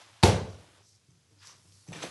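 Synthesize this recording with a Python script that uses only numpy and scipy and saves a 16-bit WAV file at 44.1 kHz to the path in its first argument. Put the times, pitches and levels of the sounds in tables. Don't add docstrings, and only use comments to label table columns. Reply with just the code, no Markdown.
import sys
import numpy as np
from scipy import signal
from scipy.fft import rfft, irfft
from scipy.io import wavfile

SR = 44100
rng = np.random.default_rng(int(sys.argv[2]) if len(sys.argv) > 2 else 0)


def log_audio(samples):
    frames = np.atleast_2d(samples).T
    limited = np.clip(frames, -1, 1)
    pcm = np.round(limited * 32767).astype(np.int16)
    wavfile.write(sys.argv[1], SR, pcm)


def invert_db(level):
    return 10 ** (np.asarray(level, dtype=float) / 20)


N = 92610


def rms_one(x):
    return x / np.sqrt(np.mean(x ** 2) + 1e-20)


def in_time(rows):
    s, db = np.transpose(rows)
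    return invert_db(np.interp(np.arange(N) / SR, s, db))


def at_hz(points, hz):
    table_hz, value = np.transpose(points)
    return np.interp(np.log(hz), np.log(table_hz), value)


def colour(x, spectrum):
    hz = np.arange(len(x) // 2 + 1) * SR / len(x) + 1
    low_end = (spectrum[0][0] / 2, spectrum[0][1] - 30)
    return irfft(rfft(x) * invert_db(at_hz([low_end] + list(spectrum), hz)), len(x))


def noise(spectrum):
    return rms_one(colour(rng.standard_normal(N), spectrum))


def drift(rate_hz):
    r = np.exp(-2 * np.pi * rate_hz / SR)
    return rms_one(signal.lfilter([1], [1, -2 * r, r * r], rng.standard_normal(N + SR))[SR:])


def spikes(s, gains):
    out = np.full(N, 1e-18)
    place = np.clip((np.asarray(s) * SR).astype(int), 0, N - 1)
    np.add.at(out, place, gains)
    return out


def strike(s, db, modes, spread_db=3.0):
    out = 0
    own = rng.normal(0, 1, (len(s), len(modes)))
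    for k, (hz, level_db, t60) in enumerate(modes):
        r = invert_db(-60 / (t60 * SR))
        w = 2 * np.pi * hz / SR
        blows = spikes(s, invert_db(db + level_db + spread_db * own[:, k]))
        sign = (-1) ** k
        out = out + signal.lfilter([0, sign * np.sin(w)], [1, -2 * r * np.cos(w), r * r], blows)
    return out


def fibres(spectrum, per_s, size_db, patchy_db):
    caught = rng.random(N) < per_s / SR
    size = invert_db(size_db * np.minimum(rng.exponential(1, N), 4))
    grains = caught * size * rng.standard_normal(N)
    return rms_one(colour(grains * invert_db(patchy_db * drift(60)), spectrum))


def soften(x, hz):
    return signal.sosfilt(signal.butter(2, hz, fs=SR, output="sos"), x)


def swell_and_ring(rows):
    t, out = np.arange(N) / SR, 0
    for s, hz, db, t60 in rows:
        age = np.maximum(t - s, 0)
        swell = 1 - np.exp(-age / .007)
        out = out + invert_db(db - 60 * age / t60) * swell * np.sin(2 * np.pi * hz * age)
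    return out


# pitch_hz, t60_s
ROOM_T60 = [(80, 0.63), (300, 0.49), (1000, 0.54), (3000, 0.42), (6000, 0.42), (11000, 0.28)]


def diffuse(spectrum):
    t, tail = np.arange(SR) / SR, 0
    edges = 50 * 2 ** np.arange(0, 8.6, .5)
    white = rng.standard_normal((2, SR))
    for k, (low, high) in enumerate(zip(edges, edges[1:])):
        hz = np.sqrt(low * high)
        sos = signal.butter(2, [low, high], "band", fs=SR, output="sos")
        fade = invert_db(at_hz(spectrum, hz) - 60 * t / at_hz(ROOM_T60, hz))
        tail = tail + signal.sosfilt(sos, white[k % 2]) * fade
    tail = tail * (1 - np.exp(-t / .0058))
    return tail / np.sqrt(np.sum(tail ** 2))


def room(x):
    return invert_db(4) * signal.fftconvolve(x, diffuse([(100, 0), (10000, 0)]))[:N]


# pitch_hz, level_db
HUSH = [(24, -47), (40, -13.5), (114, -1), (310, -15.5), (384, -16.5), (970, -28), (1390, -25), (6210, -20),
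        (11800, -27.5), (15300, -55.5), (22000, -120)]


def hush():
    return invert_db(-70) * noise(HUSH)


# start_s, level_db
HUM_SWELL = [(0, -75), (.1, -62.5), (.2, -68), (.6, -71), (.8, -64.5), (.95, -68.5), (1.03, -75),
             (1.1, -68), (1.2, -77), (1.3, -70), (1.33, -65.5), (1.44, -65.5), (1.5, -74), (1.66, -67),
             (1.74, -62), (1.8, -65.5), (1.85, -71), (2.1, -71)]


def hum():
    pitch_hz = 99 + 5.0 * drift(8)
    rough = invert_db(3.5 * drift(12))
    return in_time(HUM_SWELL) * rough * np.sin(2 * np.pi * np.cumsum(pitch_hz) / SR)


# start_s, pitch_hz, level_db
WHISTLE = [(1.37, 4950, -85), (1.395, 4900, -66), (1.425, 4900, -65), (1.45, 5300, -76), (1.485, 5900, -57),
           (1.515, 5850, -58), (1.56, 5900, -76), (1.65, 5300, -80), (1.69, 5400, -73), (1.718, 5300, -78),
           (1.726, 4600, -71), (1.87, 4500, -73), (1.9, 4500, -85)]


def whistle():
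    s, hz, db = np.transpose(WHISTLE)
    t, width_hz = np.arange(N) / SR, 330
    phase = 2 * np.pi * np.cumsum(np.interp(t, s, hz)) / SR
    band = drift(width_hz) * np.cos(phase) + drift(width_hz) * np.sin(phase)
    return invert_db(np.interp(t, s, db)) * band


# start_s, level_db
SLEEVE = [(0, -85), (.5, -72.5), (.76, -68.5), (.85, -87), (1.4, -81), (1.5, -73), (1.68, -66), (1.8, -65),
          (1.9, -64.5), (2.1, -55)]
# pitch_hz, level_db
CLOTH = [(3500, -7), (7000, -1.5), (10500, -1.5), (12000, -4.5)]


def sleeve():
    return in_time(SLEEVE) * fibres(CLOTH, per_s=21000, size_db=1.0, patchy_db=1.0)


# start_s, level_db
BRUSH = [(0, -64.5), (.2, -69), (.55, -64), (.74, -85), (.83, -70), (.89, -61.5), (.96, -68.5),
         (1.04, -84.5), (1.38, -74.5), (1.465, -51), (1.474, -51), (1.53, -61), (1.62, -71), (1.715, -72),
         (1.724, -64.5), (1.86, -69), (2.03, -55), (2.1, -74)]
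# pitch_hz, level_db
PILE = [(3000, -22), (4000, -9), (5000, -2), (5800, 0), (6800, -7), (8500, -10), (9100, -17), (11600, -12)]


def glove():
    return in_time(BRUSH) * fibres(PILE, per_s=23000, size_db=1.6, patchy_db=1.5)


# start_s, level_db
DRAG = [(0, -55.5), (.12, -61.5), (.6, -62), (.8, -65.5), (.88, -80), (1.3, -77), (1.4, -71.5), (1.42, -57),
        (1.5, -58), (1.62, -73), (1.86, -72.5), (1.92, -59.5), (1.934, -50.5), (1.97, -48.5),
        (2.015, -48.5), (2.03, -39), (2.055, -44.5), (2.1, -50.5)]
# pitch_hz, level_db
BACKING = [(600, -23.5), (820, -13), (960, -2.5), (1400, -3), (2000, -6), (3500, -5), (6500, -15),
           (10000, -21.5)]


def drag():
    return in_time(DRAG) * fibres(BACKING, per_s=10000, size_db=0.84, patchy_db=0.36)


# start_s, level_db
FOLD = [(0, -67), (.2, -80.5), (.55, -61.5), (.8, -68), (.88, -81), (1.29, -85), (1.33, -76), (1.45, -80.5),
        (1.49, -68), (1.63, -78.5), (1.66, -74.5), (1.8, -81), (1.86, -81), (1.885, -58), (1.94, -46),
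        (2.015, -52), (2.045, -38.5), (2.1, -55)]
# pitch_hz, level_db
FOLD_LOW = [(220, -9.5), (300, -2), (450, -2), (650, -4), (900, -6.5), (1300, -27)]


def fold():
    return in_time(FOLD) * fibres(FOLD_LOW, per_s=1200, size_db=0.5, patchy_db=2.0)


# start_s, peak_db, pitch_hz
SNAPS = [(.72, -53, 8000), (1.4245, -48, 4000), (1.4275, -50, 3200), (1.447, -50, 1300),
         (1.4705, -40, 6400), (1.472, -36, 6000), (1.4735, -44, 8000), (1.479, -46, 5200),
         (1.492, -47, 2300), (1.495, -50, 1150), (1.7215, -52, 4500), (1.7225, -55, 3200)]


def snaps():
    out = 0
    for s, db, hz in SNAPS:
        modes = [(hz * step, 0, 29 / hz) for step in (.8, 1, 1.3)]
        out = out + strike([s], db - 6, modes)
    return out


# start_s, pitch_hz, level_db, t60_s
BUMPS = [(1.302, 450, -62, .14), (1.318, 300, -59, .1), (1.362, 300, -60, .1), (1.465, 440, -63, .08),
         (1.49, 540, -63, .08), (1.638, 440, -65, .12), (1.68, 300, -64, .15), (1.884, 300, -49, .1),
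         (1.892, 560, -54, .1), (1.96, 300, -47, .2)]


def bumps():
    return swell_and_ring(BUMPS)


# start_s, peak_db, pitch_hz
THUMPS = [(1.084, -51.5, 131), (1.108, -58, 132.9), (1.126, -56, 150), (1.311, -58.5, 108),
          (1.474, -57, 134.2), (1.51, -67, 175), (1.546, -58, 129), (1.593, -59.5, 170.2),
          (1.647, -53, 148), (1.72, -60, 169), (1.879, -44, 133), (1.886, -35.5, 143.7),
          (1.904, -39.5, 156), (1.923, -40, 145), (1.948, -49, 130), (1.976, -42, 157), (2.04, -39, 172),
          (2.084, -44, 167)]
# multiple_of_pitch, level_db, cycles_to_die
PADDED = [(1, 2, 8.8), (1.3, -4.5, 11.2), (2.2, -10, 14.7), (3.1, -11.5, 17)]


def thumps():
    out = 0
    for s, db, hz in THUMPS:
        modes = [(hz * step, level_db, cycles / (hz * step)) for step, level_db, cycles in PADDED]
        out = out + strike([s], db, modes, spread_db=1.5)
    return soften(out, 343)


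# start_s, peak_db, low_body_db
CLICKS = [(1.1052, -53.5, -35), (1.8767, -43, -10), (1.8853, -41, -6.5), (1.9289, -35, 2),
          (1.9336, -36.5, -4.5), (1.9572, -45, 7), (1.9643, -34.5, -2.5), (2.013, -41, -3),
          (2.0233, -34, 2), (2.0285, -29.5, -2.5), (2.0325, -31, -23), (2.046, -41, 3)]
# pitch_hz, level_db, t60_s
BLADE_LOW = [(1850, -2, .014), (2370, 0, .016), (2700, -3, .014), (3450, -6, .014), (4250, -9, .012)]
# pitch_hz, level_db, t60_s
BLADE_HIGH = [(5200, -8, .01), (6180, -1, .015), (5800, -7, .012), (7700, -6, .012), (8500, -11, .008)]


def blade():
    s, db, low_db = np.transpose(CLICKS)
    steps = rng.uniform(0.64, 1.2, (len(s), 3)).cumsum(axis=1) - 1
    s = (s[:, None] + .0016 * steps).ravel()
    db, low_db = np.repeat(db, 3), np.repeat(low_db, 3)
    return strike(s, db - 11, BLADE_HIGH) + strike(s, db + low_db - 9, BLADE_LOW)


# start_s, level_db
SWING = [
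    (0, -61),
    (.09, -65),
    (.22, -68),
    (.24, -94.5),
]
# pitch_hz, level_db
FLAP = [(450, -13.5), (600, 1), (900, 0), (1150, -17.5)]


def swing():
    return in_time(SWING) * fibres(FLAP, per_s=2000, size_db=1.0, patchy_db=2.5)


SLAP_AIR_S = .2345
# pitch_hz, level_db, t60_s
AIR = [(80, -32, .7), (96.5, -19, .52), (112, -25, .4), (128, -22, .15), (150, -21, .15), (176, -18, .12),
       (195, -27, .25)]
# pitch_hz, level_db, t60_s
SKIRTING = [(711, -26, .25), (803, -27, .16), (836, -24, .2), (886, -29, .3)]


def air_and_skirting():
    return sum(strike([SLAP_AIR_S], 2.5, [mode], spread_db=0.5) for mode in AIR + SKIRTING)


# start_s, pitch_hz, level_db, t60_s
RETURNS = [(.244, 368, -22, .08), (.25, 575, -25, .1), (.229, 830, -17, .06), (.266, 810, -27, .08),
           (.272, 455, -17, .13), (.285, 930, -30, .08), (.295, 125, -21, .1), (.325, 170, -26, .2),
           (.33, 550, -31, .15), (.35, 870, -37, .2), (.37, 455, -31, .15), (.375, 380, -33, .15),
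           (.4, 220, -35, .15), (.44, 880, -44, .1), (.465, 430, -41, .14), (.485, 110, -39, .1),
           (.54, 110, -46, .1), (.55, 450, -52, .1)]


def returns():
    return swell_and_ring(RETURNS)


# pitch_hz, level_db
SLAP_TAIL = [(110, -3), (180, -3), (300, -11), (450, -1.5), (850, -15.5), (1100, -20), (4000, -21),
             (11500, -31.5)]


def slap_tail():
    return signal.fftconvolve(spikes([SLAP_AIR_S], invert_db(15)), diffuse(SLAP_TAIL))[:N]


# start_s, crack_db, boards_db
SLAP = [
    (.2280, -16, -27),
    (0.2313, -17.5, -32.5),
    (.2342, -6.5, -19),
    (0.2373, -20, -19),
    (.2400, -21, -23.5),
    (.2500, -27.5, -22.5),
]
# pitch_hz, level_db (per Hz)
SLAP_CRACK = [(530, -24), (900, -9), (1340, -16), (2850, -13.5), (4360, -9.5), (4850, -15.5), (6200, -19.5),
              (11500, -27.5), (15000, -53), (22000, -120)]
# pitch_hz, level_db, t60_s
BOARDS = [(235.3, -9.5, 0.09), (275, -11.5, .08), (365, -0.5, 0.07), (410, -4, 0.055), (459, -9, 0.2),
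          (497, -7, .08), (564, -9, 0.05), (699.3, -5, 0.041), (746, -6.5, 0.057), (750, -5.5, 0.079),
          (960, -8.5, 0.03)]


def slap():
    s, crack_db, board_db = np.transpose(SLAP)
    t60_s, rise_s = 0.019, .0006
    fade = signal.lfilter([1], [1, -invert_db(-60 / (t60_s * SR))], spikes(s, invert_db(crack_db)))
    rise = np.exp(-1 / (rise_s * SR))
    fade = signal.lfilter([1 - rise], [1, -rise], fade)
    crack = fade * noise(SLAP_CRACK) / 2
    return crack + soften(strike(s, board_db, BOARDS, spread_db=3.5), 2380)


def scene():
    soft, clicks = thumps(), blade() + snaps()
    wet = room(invert_db(-10) * soft + invert_db(-12) * clicks)
    background = hush() + hum()
    carpet = sleeve() + glove() + drag() + fold() + swing() + whistle() + bumps()
    boom = air_and_skirting() + returns() + slap_tail()
    return (background + carpet + soft + clicks + wet + boom + slap())[None]


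def low_pass(x):
    return signal.sosfilt(signal.butter(12, 12270, fs=SR, output="sos"), x)


def record(dry):
    x = signal.sosfilt(signal.butter(6, 67, "high", fs=SR, output="sos"), dry)
    x = signal.sosfilt(signal.cheby2(16, 70, 12390, fs=SR, output="sos"), x)
    return low_pass(x)


dry = scene()
out = record(dry)
log_audio(out)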